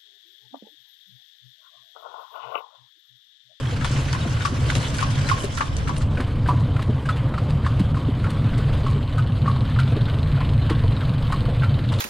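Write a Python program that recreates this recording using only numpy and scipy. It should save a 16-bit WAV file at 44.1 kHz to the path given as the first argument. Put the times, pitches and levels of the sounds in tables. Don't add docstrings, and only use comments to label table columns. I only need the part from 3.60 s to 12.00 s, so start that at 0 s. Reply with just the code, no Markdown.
import sys
import numpy as np
from scipy import signal
from scipy.fft import rfft, irfft
from scipy.io import wavfile
from scipy.ndimage import uniform_filter1d

SR = 44100
rng = np.random.default_rng(int(sys.argv[2]) if len(sys.argv) > 2 else 0)


def output_pcm(signal):
    pcm = np.clip(np.atleast_2d(signal).T, -1, 1) * 32767
    wavfile.write(sys.argv[1], SR, np.round(pcm).astype(np.int16))


def decibels_to_gain(level_db):
    exponent = np.asarray(level_db, float) / 20
    return 10 ** exponent


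N = 370440
TIME = np.arange(N) / SR

# t/s, peak level/dB, cup f/Hz, ring T60/s, grit level re peak/dB
LEFT_BEATS = [(0.247, -16, 1050, 0.024, 9.5), (0.853, -6, 1116, 0.029, -3), (1.428, -7, 1044, 0.029, -10),
              (2.008, -9.5, 1060, 0.037, 2), (2.599, -23, 1020, 0.073, 6.5), (3.194, -17, 1065, 0.023, 2),
              (3.78, -10.5, 1117, 0.032, -12), (4.371, -12.5, 1050, 0.027, -9),
              (4.981, -23, 1110, 0.027, 7), (5.581, -15.5, 1236, 0.045, -10.5),
              (6.19, -8.5, 1350, 0.036, -24), (6.808, -16, 1010, 0.041, 0.5),
              (7.413, -25.5, 1270, 0.061, 3), (8.034, -12, 1310, 0.036, -0.5)]
# t/s, peak level/dB, cup f/Hz, ring T60/s, grit level re peak/dB
RIGHT_BEATS = [(0.549, -20, 1010, 0.041, 3), (1.101, -12, 1370, 0.018, 3.5), (1.715, -7, 1045, 0.047, -24),
               (2.293, -17, 973, 0.053, -3), (2.888, -7, 970, 0.076, -15.5), (3.49, -9, 1260, 0.051, -6.5),
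               (4.065, -7, 1050, 0.028, -4.5), (4.665, -18, 1070, 0.029, 3),
               (5.265, -9.5, 1066, 0.031, -28), (5.879, -8.5, 1092, 0.05, -33),
               (6.483, -22, 1430, 0.033, 3), (7.114, -21, 1082, 0.077, -1), (7.724, -10, 1060, 0.045, -1.5),
               (8.32, -30, 965, 0.067, 12)]
# t/s, peak level/dB, cup f/Hz
TOUCHES = [(0.211, -22, 1580), (0.222, -19.5, 1270), (0.53, -24, 1405), (0.769, -26, 1350),
           (0.807, -21, 1400), (1.391, -17.5, 1420), (1.645, -30.5, 1000), (1.688, -15.5, 1780),
           (1.698, -11, 1340), (1.977, -15.5, 1320), (2.274, -21.5, 1280), (2.41, -26, 1210),
           (2.573, -18.5, 1430), (2.861, -20.5, 1500), (3.164, -20, 1330), (3.456, -23.5, 1520),
           (3.74, -16.5, 1260), (4.048, -18, 1500), (4.344, -23.5, 1250), (4.643, -17.5, 1320),
           (4.933, -23, 1280), (5.859, -16, 1055), (6.09, -28.5, 1060), (6.161, -20.5, 1175),
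           (6.212, -22, 1310), (6.777, -22, 1360), (7.095, -17, 870), (7.239, -19, 930), (8.022, -20, 1470)]
TOUCH_T60 = 0.029
USUAL_DB = -18
GRIT_DB, GRIT_SLOPE = 2, -0.4
CRACK_DB, CRACK_SLOPE = -7, -0.067
SEAL, SEAL_S = 0.07, 0.008
WALL_SPREAD = 0.14

# t/s, peak level/dB, board f/Hz
JOLTS = [(0.194, -19, 174.5), (0.656, -18, 233), (0.921, -22, 250), (0.985, -26, 246), (1.156, -21.5, 248),
         (1.84, -15, 398), (2.597, -14.5, 250), (3.288, -11, 216), (3.294, -16, 422), (3.716, -25, 234),
         (4.202, -3, 187), (4.484, -13, 277), (4.989, -21, 430), (5.239, -23.5, 413), (5.356, -24, 408),
         (5.69, -13, 157), (5.825, -23, 223), (6.362, -13.5, 316), (6.365, -15, 411), (6.752, -23, 229),
         (7.106, -7, 313), (7.24, -18, 450), (7.493, -13.5, 183), (7.88, -16, 178), (7.883, -16.5, 474),
         (8.197, -23, 229)]
# t/s, peak level/dB, f/Hz
LURCHES = [
    (1.0, -28, 104),
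    (1.17, -13, 109),
    (2.85, -34, 99),
    (4.92, -12, 126),
    (5.24, -17, 147),
    (5.33, -15.5, 144),
    (5.42, -18, 156),
    (5.8, -17, 148),
    (5.9, -20, 145),
    (7.05, -27, 200),
]
# t/s, peak level/dB, f/Hz
KNOCKS = [(0.124, -27.5, 476), (0.653, -24, 697), (1.017, -27, 509), (1.158, -28, 523), (1.652, -33, 550),
          (2.176, -36, 493), (2.576, -25, 487), (3.084, -28, 506), (3.817, -23, 495), (3.857, -30, 592),
          (3.933, -28, 486), (4.682, -28, 519), (5.105, -34, 577), (5.541, -31, 498), (6.321, -21, 468),
          (7.613, -30, 550), (7.923, -27, 522)]
BOARD_T60, BOARD_HZ = 0.073, 250
HARD_DAMPS = -0.21

# t/s, level/dB
ROUGHNESS = [(0.0, -1), (0.42, 1), (0.91, -0.5), (1.15, 2), (1.5, 0), (1.64, 1.5), (2.08, -2.5),
             (2.59, 1.5), (4.54, 1), (5.15, 2.5), (5.69, 0), (6.25, 1), (6.85, 1), (7.72, 1), (8.4, -0.5)]
# f/Hz, level per Hz/dB
BOOM = [(8.8, -40), (15, -6.5), (43, -9.5), (91, 0), (107, 0.5), (140, 1), (173, -17.5), (211, -13),
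        (300, -20.5), (390, -77), (660, -120)]
# f/Hz, level per Hz/dB
BOARDS = [(110, -61), (190, -22), (248, -2), (392, -9), (511, -5.5), (780, -14.5), (1120, -11.5),
          (1700, -29.5), (2210, -28.5), (3740, -120)]
# f/Hz, level per Hz/dB
HISS = [(880, -11), (1500, 0.5), (1770, -3.5), (2590, -4.5), (3260, -3.5), (4390, -8), (6640, -14),
        (9550, -21), (10800, -21.5), (12500, -25), (14100, -27), (16000, -34.1)]
BODY = -23, 1, 3, 0.25
PLANKS = -37.5, 1.44, 0, 0.31
SPRAY = -39, 2, -7.5, 1.17
DRY_FROM_S, DRY_BY_S = 2.07, 2.51

# f/Hz, T60/s, level/dB
GRAIN_MODES = [(1050, 0.022, 0), (1540, .016, -3), (2330, 0.014, -8), (3183, 0.018, 12), (3990, 0.014, -1),
               (4660, 0.016, -10), (6000, .012, -6.5), (8650, 0.017, -10)]
# start t/s, length/s, level/dB, centre f/Hz
SPLASHES = [(0.251, 0.19, -45, 6440), (0.502, 0.071, -49, 6000), (0.685, 0.067, -42, 6000),
            (0.852, 0.067, -49, 7000), (1.123, 0.08, -45.5, 8550), (1.19, .06, -47.5, 7500),
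            (1.271, .045, -43, 7460), (1.333, 0.1, -46, 8000), (1.651, 0.047, -46.5, 7560),
            (1.77, .1, -44.5, 9100), (1.906, .12, -45, 7040), (2.032, 0.056, -53.5, 8000),
            (2.334, 0.13, -49, 7500), (8.31, .05, -51.5, 8000)]
# t/s, peak level/dB, centre f/Hz
SCUFFS = [(0.363, -23, 2360), (0.5301, -22, 1390), (1.1208, -21, 1390), (1.2084, -29, 918),
          (1.7786, -26, 1480), (2.9756, -26, 1490), (3.0522, -32, 1070), (3.1123, -35, 1060),
          (3.8294, -31, 1100), (3.8994, -35, 2060), (4.1959, -25, 1230), (4.7494, -27, 910),
          (5.3194, -28, 1130), (5.963, -23.5, 1150), (6.4662, -28, 1410), (6.5415, -31, 966),
          (7.3714, -28, 1210), (7.7023, -22, 1110), (8.1884, -27, 1940), (8.239, -29, 1940)]

# t/s, peak level/dB, centre f/Hz
RATTLES = [(0.245, -19.5, 3560), (0.3308, -30.5, 3620), (0.528, -28, 3000), (0.728, -36, 4800),
           (0.8173, -27, 3650), (0.85, -26, 4580), (1.0997, -23.5, 3310), (1.1505, -21.5, 3560),
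           (1.1982, -34, 4860), (1.279, -35.5, 4850), (1.338, -26.5, 3950), (1.4, -18.5, 2600),
           (1.689, -20.5, 3300), (1.8326, -23, 3600), (1.9705, -24, 3230), (2.167, -33, 5800),
           (2.274, -29.5, 3300), (2.3578, -28.5, 3540), (2.4133, -28.5, 3640), (2.601, -25.5, 3600),
           (2.8707, -25.5, 3260), (3.219, -27, 3720), (3.488, -25, 4660), (3.5597, -29, 3590),
           (3.8952, -25.5, 3940), (4.192, -24, 4700), (4.701, -24, 3460), (6.19, -20, 3400),
           (7.095, -18, 3460), (8.378, -32, 3450)]
# t/s, peak level/dB
SHIVERS = [(1.501, -37), (1.915, -49), (2.5476, -55), (2.9945, -39.5), (3.1675, -47), (3.1934, -39),
           (3.454, -37), (3.7374, -51), (4.0537, -37), (4.344, -41), (4.634, -40), (4.974, -35),
           (5.1677, -38), (5.2997, -40), (5.5806, -37), (5.8736, -48), (6.3566, -42), (6.759, -53),
           (7.2394, -49), (7.72, -32), (8.032, -43), (8.3192, -39)]
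SHIVER_HZ, SHIVER_DB = 6000, 4.5
# t/s, peak level/dB, f/Hz, T60/s
CLINKS = [
    (0.071, -25, 3280, 0.034),
    (0.61, -27.5, 3810, 0.055),
    (0.816, -31, 3665, 0.091),
    (1.666, -25.5, 4070, 0.074),
    (2.379, -24, 9020, 0.031),
    (3.5249, -23, 3470, 0.056),
    (5.1687, -39, 3900, 0.07),
    (6.662, -50, 4500, 0.066),
    (7.3652, -31, 3820, 0.07),
]
# t/s, peak level/dB, centre f/Hz
TICKS = [(0.0722, -34, 3560), (0.246, -19, 3500), (0.2972, -28.5, 4030), (0.376, -26, 5170),
         (0.5295, -18, 4730), (0.6474, -33.5, 4060), (0.6974, -32, 6140), (0.85, -23, 4750),
         (1.1025, -17, 3600), (1.1318, -25.5, 4950), (1.1533, -14, 3730), (1.385, -19.5, 4400),
         (1.5554, -29, 3820), (1.5934, -32.5, 4180), (1.6304, -35.5, 3680), (1.69, -18.5, 4930),
         (1.714, -33, 5610), (1.8352, -27, 3800), (1.971, -34.5, 6440), (2.1674, -23, 6060),
         (2.3376, -40, 3820), (2.4224, -37, 3730)]
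TICK_T60, TICK_RING_DB = 0.012, -6

# start t/s, end t/s, f/Hz, level/dB
WHINES = [
    (5.13, 5.224, 4900, -49),
    (6.65, 6.72, 4100, -46),
    (6.84, 6.92, 4150, -50),
    (6.99, 7.05, 4070, -41),
    (7.29, 7.38, 4050, -50),
    (8.0, 8.22, 3090, -44),
    (3.62, 3.68, 6330, -71),
]

# t/s, exhaust level/dB
ENGINE = [
    (4.0, -60),
    (4.4, -32.5),
    (5.4, -29.5),
    (5.9, -25),
    (6.7, -24),
    (7.4, -24.5),
    (8.4, -23),
]
# t/s, firings per s/Hz
FIRING = [
    (5.8, 20.5),
    (6.05, 22.04),
    (6.3, 22.53),
    (7.1, 23.24),
    (7.45, 23.31),
    (7.65, 22.58),
    (7.85, 21.2),
    (8.05, 20.54),
    (8.4, 20.28),
]
# order, level/dB
EXHAUST = [(2, -13), (3, -18), (4, -8), (5, 0), (6, -.6), (7, -9), (8, -20), (9, -22), (10, -21), (11, -14),
           (12, -21)]
# f/Hz, T60/s, level/dB
VALVE = [(3650, .014, 0), (3900, .012, -2), (4150, .012, -3), (3350, .012, -3), (3000, .011, -3),
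         (8200, .01, -14)]

# f/Hz, side level re mid/dB
WIDTH = [(60, -11), (110, -19), (190, -16), (330, -12), (590, -6), (1050, -1), (2400, -2), (4000, -10),
         (5500, 0), (10400, 0)]
# f/Hz, share of mid heard as left minus right
LEAN = [(2000, -0.0091), (4000, -.08), (8000, .2), (12000, .3)]
# f/Hz, level/dB
MICROPHONE = [(9500, 0), (10550, -1.5), (10900, -7), (14000, -11), (15500, -18)]
# t/s, share of the dull colour 0-1, side level/dB
WIND_MODE = [
    (0, 0.11, -2.5),
    (2.3, 0.03, 1.5),
    (2.46, 0.42, -7),
    (2.7, 0.72, -18.5),
    (3.6, 0.81, -56),
    (7.85, 1, -58),
    (7.95, 1, -25),
    (8.25, 1, -11.5),
    (8.4, 0.2, -9.5),
]
# f/Hz, level/dB
DULL = [(1500, -2), (4200, -5), (4900, -8), (5600, -17), (7000, -12), (8500, -7), (11000, -9), (12500, 2.5),
        (14000, -2)]
# f/Hz, level/dB
LEAK = [(3500, -83), (4500, -28), (10600, -35), (11500, -4), (15000, 0)]
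LIMIT = 0.62


def evened(x):
    return x / np.sqrt(np.mean(x ** 2) + 1e-20)


def read(points, hz):
    f, value = np.transpose(points)
    return np.interp(np.log(hz + 1), np.log(f + 1), value)


def column(rows, index, t=TIME):
    rows = np.array(rows)
    return np.interp(t, rows[:, 0], rows[:, index])


def add(mix, s, sound):
    part = mix[..., round(s * SR):][..., :sound.shape[-1]]
    part += sound[..., :part.shape[-1]]


def ring(hz, t60, t):
    return np.sin(2 * np.pi * hz * t) * decibels_to_gain(-60 * t / t60)


def band(x, lo_hz, hi_hz):
    sos = signal.butter(2, [lo_hz, min(hi_hz, SR / 2.2)], "band", fs=SR, output="sos")
    return signal.sosfilt(sos, x)


def noise(points, size, patchy_db, flicker_db):
    frames, hz = N // (size // 4) + 5, np.fft.rfftfreq(size, 1 / SR)
    draw = rng.standard_normal((frames, len(hz), 5)).T
    patches = uniform_filter1d(uniform_filter1d(draw[4], size=8, axis=0), size=14, axis=1)
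    flicker = evened(uniform_filter1d(rng.standard_normal(frames), size=5))
    level = read(points, hz)[:, None] + patchy_db * evened(patches) + flicker_db * flicker
    z = (draw[:2] + 1j * draw[2:4]) * decibels_to_gain(level)
    return evened(signal.istft(z, nperseg=size, noverlap=size - size // 4)[1][:, :N])


def echoes(x, t60, wet_db, spacing):
    taps = np.zeros((2, SR // 2))
    slots = np.arange(40, SR // 2 - spacing, spacing)
    at = slots + rng.integers(0, spacing, (2, len(slots)))
    np.put_along_axis(taps, at, rng.choice([-1., 1.], at.shape), 1)
    taps *= decibels_to_gain(-60 * np.arange(SR // 2) / SR / t60)
    taps *= decibels_to_gain(wet_db) / np.linalg.norm(taps, axis=1, keepdims=True)
    return signal.fftconvolve(x, taps, axes=1)[:, :N]


def hooves():
    out, t = np.zeros((2, N)), np.arange(round(0.12 * SR)) / SR
    touches = [(s, db, hz, TOUCH_T60, GRIT_DB + GRIT_SLOPE * (db - USUAL_DB)) for s, db, hz in TOUCHES]
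    falls = LEFT_BEATS + RIGHT_BEATS + touches
    rise = 1 - np.exp(-t / 0.0029)
    sealing = t + SEAL * SEAL_S * (1 - np.exp(-t / SEAL_S))
    for (s, db, hz, t60, grit_db), luck in zip(falls, rng.random((len(falls), 8))):
        wall = 1 + WALL_SPREAD * (luck[1:4] - 1 / 2)
        cup = ring(hz, t60, sealing)
        cup += 0.6 * ring(1.128 * hz * wall[0], 0.91 * t60, t)
        cup += 0.4 * ring(0.814 * hz * wall[1], 0.5 * t60, t)
        cup += 0.15 * ring(5.7 * hz * wall[2], 0.13 * t60, t)
        slaps = np.zeros((2, round(0.03 * SR)))
        slaps[:, 0] = 1, np.sign(luck[0] - 1 / 2)
        returns = (luck.reshape(2, 4) * 0.02 * SR + 60).astype(int)
        np.put_along_axis(slaps, returns, [0.3, -0.25, 0.19, -0.33], 1)
        cup = signal.fftconvolve((cup * rise)[None], slaps, axes=1)[:, :len(t)]
        grind, snap, shake = rng.standard_normal((3, 2, len(t)))
        judder_db = 3 * evened(uniform_filter1d(shake[0], size=120)) * np.clip(t / 0.012 - 1 / 2, 0, 1)
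        cup = cup * decibels_to_gain(judder_db)
        grit = evened(band(grind, 0.72 * hz, 1.8 * hz)) * decibels_to_gain(grit_db - 9.5 - 60 * t / (1.72 * t60))
        crack = band(snap, 1500, 5740) * (decibels_to_gain(-60 * t / 0.035) + 0.2 * decibels_to_gain(-60 * t / 0.48))
        crack = crack * decibels_to_gain(CRACK_DB + CRACK_SLOPE * (db - USUAL_DB) - 4.5)
        add(out, s - 0.0015, decibels_to_gain(db) * (cup + rise * (grit + crack)))
    return out + echoes(out, 0.52, wet_db=-13, spacing=24)


def jolts():
    out, t = np.zeros((2, N)), np.arange(round(0.2 * SR)) / SR
    for s, db, hz in JOLTS + LURCHES + [(s, db + 0.5, hz) for s, db, hz in KNOCKS]:
        t60 = BOARD_T60 * np.sqrt(BOARD_HZ / hz) * decibels_to_gain(HARD_DAMPS * (db - USUAL_DB))
        knock = ring(hz, t60, t)
        knock += 0.5 * ring(1.45 * hz, 0.93 * t60, t)
        knock += 1.2 * ring(0.564 * hz, 0.44 * t60, t)
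        add(out, s - 0.002, decibels_to_gain(db + 5.5) * knock * (1 - np.exp(-t / 0.0071)))
    return out


def rolled(level_db, follow, dry_db, drift_db):
    dried = np.clip((TIME - DRY_FROM_S) / (DRY_BY_S - DRY_FROM_S), 0, 1)
    drift = drift_db * np.maximum(TIME - DRY_BY_S, 0)
    return level_db + follow * column(ROUGHNESS, index=1) + dry_db * dried + drift


def rolling():
    boom = noise(BOOM, size=4096, patchy_db=1.45, flicker_db=-1.26) * decibels_to_gain(rolled(*BODY))
    boards = noise(BOARDS, size=1024, patchy_db=1.1, flicker_db=0.9) * decibels_to_gain(rolled(*PLANKS) + 0.5)
    hiss = noise(HISS, size=512, patchy_db=2.1, flicker_db=1.6)
    low = signal.sosfiltfilt(signal.butter(4, 5000, fs=SR, output="sos"), hiss)
    fizz = (hiss - low) * decibels_to_gain(-0.16 * TIME)
    return boom + boards + (low + fizz) * decibels_to_gain(rolled(*SPRAY) + 0.5)


def rattles():
    out, t = np.zeros((2, N)), np.arange(round(0.1 * SR)) / SR
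    for s, db, hz in RATTLES + [(s, db + SHIVER_DB, SHIVER_HZ) for s, db in SHIVERS]:
        snap, wide = rng.standard_normal((2, 2, len(t)))
        slow, bright = rng.uniform(0.6, 1.5, 2)
        onset = 1 - np.exp(-(t / (0.007 * slow)) ** 2)
        chatter = decibels_to_gain(3.94 * evened(uniform_filter1d(rng.standard_normal(len(t)), size=90)))
        knock = band(snap, 0.27 * hz, 1.18 * hz)
        knock += 0.25 * bright * band(band(wide, 2500, 11000), 2000, 12500)
        add(out, s - 0.002, decibels_to_gain(db + 4.5 - 60 * t / 0.088) * onset * chatter * knock)
    for s, db, hz, t60 in CLINKS:
        add(out, s, decibels_to_gain(db - 2) * ring(hz, t60, t) * (1 - np.exp(-t / 0.0021)))
    return out + echoes(out, 0.029, wet_db=-10, spacing=24)


def ticks():
    out, t = np.zeros((2, N)), np.arange(round(0.06 * SR)) / SR
    for s, db, hz in TICKS:
        snap = band(rng.standard_normal((2, len(t))), 0.37 * hz, 1.36 * hz)
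        snap = evened(band(snap, 1500, 10500)) * decibels_to_gain(-60 * t / TICK_T60)
        tone = decibels_to_gain(TICK_RING_DB) * ring(hz, 2.5 * TICK_T60, t)
        add(out, s - 0.0005, decibels_to_gain(db - 5) * (snap + tone))
    return out


def crunch():
    out, t = np.zeros((2, N)), np.arange(round(0.025 * SR)) / SR
    for hz, t60, db in GRAIN_MODES:
        for detune in rng.uniform(0.896, 1.0, 3):
            grains = rng.random(N) < 500 / SR / 18
            touch = grains * decibels_to_gain(3.5 * np.minimum(rng.exponential(1, N), 4))
            rung = signal.oaconvolve(touch, decibels_to_gain(db) * ring(hz * detune, t60, t))[:N]
            out += rung * [[1], [rng.choice([-1, 1])]]
    return evened(out) * decibels_to_gain(rolled(*SPRAY) - 9.5)


def splashes():
    out = np.zeros((2, N))
    for s, length, db, hz in SPLASHES:
        drops, lumps = rng.standard_normal((2, 2, SR // 4))
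        spray = evened(band(band(drops, 0.57 * hz, 1.45 * hz), 0.61 * hz, 1.14 * hz))
        spray = spray * decibels_to_gain(2.8 * evened(uniform_filter1d(lumps[0], size=200)))
        spray = spray[:, :round(length * SR)]
        add(out, s, decibels_to_gain(db) * spray * signal.windows.tukey(spray.shape[1], 0.7))
    return out


def scuffs():
    out, t = np.zeros((2, N)), np.arange(round(0.06 * SR)) / SR
    for s, db, hz in SCUFFS:
        scrape = evened(band(rng.standard_normal((2, len(t))), 0.64 * hz, 1.26 * hz))
        add(out, s - 0.002, decibels_to_gain(db - 3 - 60 * t / 0.047) * scrape * (1 - np.exp(-t / 0.0025)))
    return out


def axle():
    out = np.zeros((2, N))
    for start, end, hz, db in WHINES:
        waver = evened(uniform_filter1d(rng.standard_normal(round((end - start) * SR)), size=300))
        tone = np.sin(2 * np.pi * np.cumsum(hz * (1 + 0.0029 * waver)) / SR)
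        add(out, start, decibels_to_gain(db) * tone * signal.windows.tukey(len(tone), 0.4))
    return out


def engine():
    turns = np.cumsum(column(FIRING, index=1)) / SR
    turns = np.maximum(turns - turns[round(5.8 * SR)] + 40.608, 0)
    cycle = turns.astype(int)
    near_db = column(ENGINE, index=1)
    strength = decibels_to_gain(-0.5 * rng.standard_normal((3, 100))[:, cycle])
    pipe = -sum(decibels_to_gain(db) * np.cos(2 * np.pi * k * (turns - 1 / 4)) for k, db in EXHAUST)
    pipe = evened(pipe) * uniform_filter1d(strength[0], size=600) * decibels_to_gain(near_db)
    first, second = np.diff(np.floor([turns, turns - 0.17]), axis=1, append=100) == 1
    puff = np.exp(-(turns % 1) / 0.25) * rng.standard_normal(N)
    blows = first * strength[1] ** 2 + 0.45 * second * strength[2] + 0.06 * puff
    t = np.arange(round(0.03 * SR)) / SR
    share = decibels_to_gain(3.5 * rng.standard_normal((len(VALVE), 100))[:, cycle])
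    taps = np.zeros(N)
    for part, (hz, t60, db) in zip(share, VALVE):
        taps += signal.oaconvolve(blows * part, decibels_to_gain(db) * ring(hz, t60, t))[:N]
    return (pipe + taps * decibels_to_gain(near_db - 9.5)) * [[1], [0.6]]


def scene():
    cart = hooves() + jolts() + rolling() + rattles() + ticks()
    mid, side = cart + crunch() + splashes() + scuffs() + axle() + engine()
    hz = np.fft.rfftfreq(N, 1 / SR)
    side = irfft(rfft(side) * decibels_to_gain(read(WIDTH, hz)) + rfft(mid) * read(LEAN, hz), N)
    return np.array([mid + side, mid - side])


def low_pass(x):
    return signal.sosfilt(signal.butter(12, 15700, fs=SR, output="sos"), x)


def record(dry):
    mid_side = np.array([dry[0] + dry[1], dry[0] - dry[1]]) / 2
    hz, t, (mid, side) = signal.stft(mid_side, SR, nperseg=512, noverlap=384)
    dull_db = read(DULL, hz)[:, None] * column(WIND_MODE, index=1, t=t)
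    colour = decibels_to_gain(read(MICROPHONE, hz)[:, None] + dull_db)
    side = side * decibels_to_gain(np.maximum(read(LEAK, hz)[:, None], column(WIND_MODE, index=2, t=t)))
    folded = np.array([mid, side]) * colour
    mid, side = signal.istft(folded, SR, nperseg=512, noverlap=384)[1][:, :N]
    limited = LIMIT * np.tanh(np.array([mid + side, mid - side]) / LIMIT)
    return low_pass(limited)


dry = scene()
out = record(dry)
output_pcm(out)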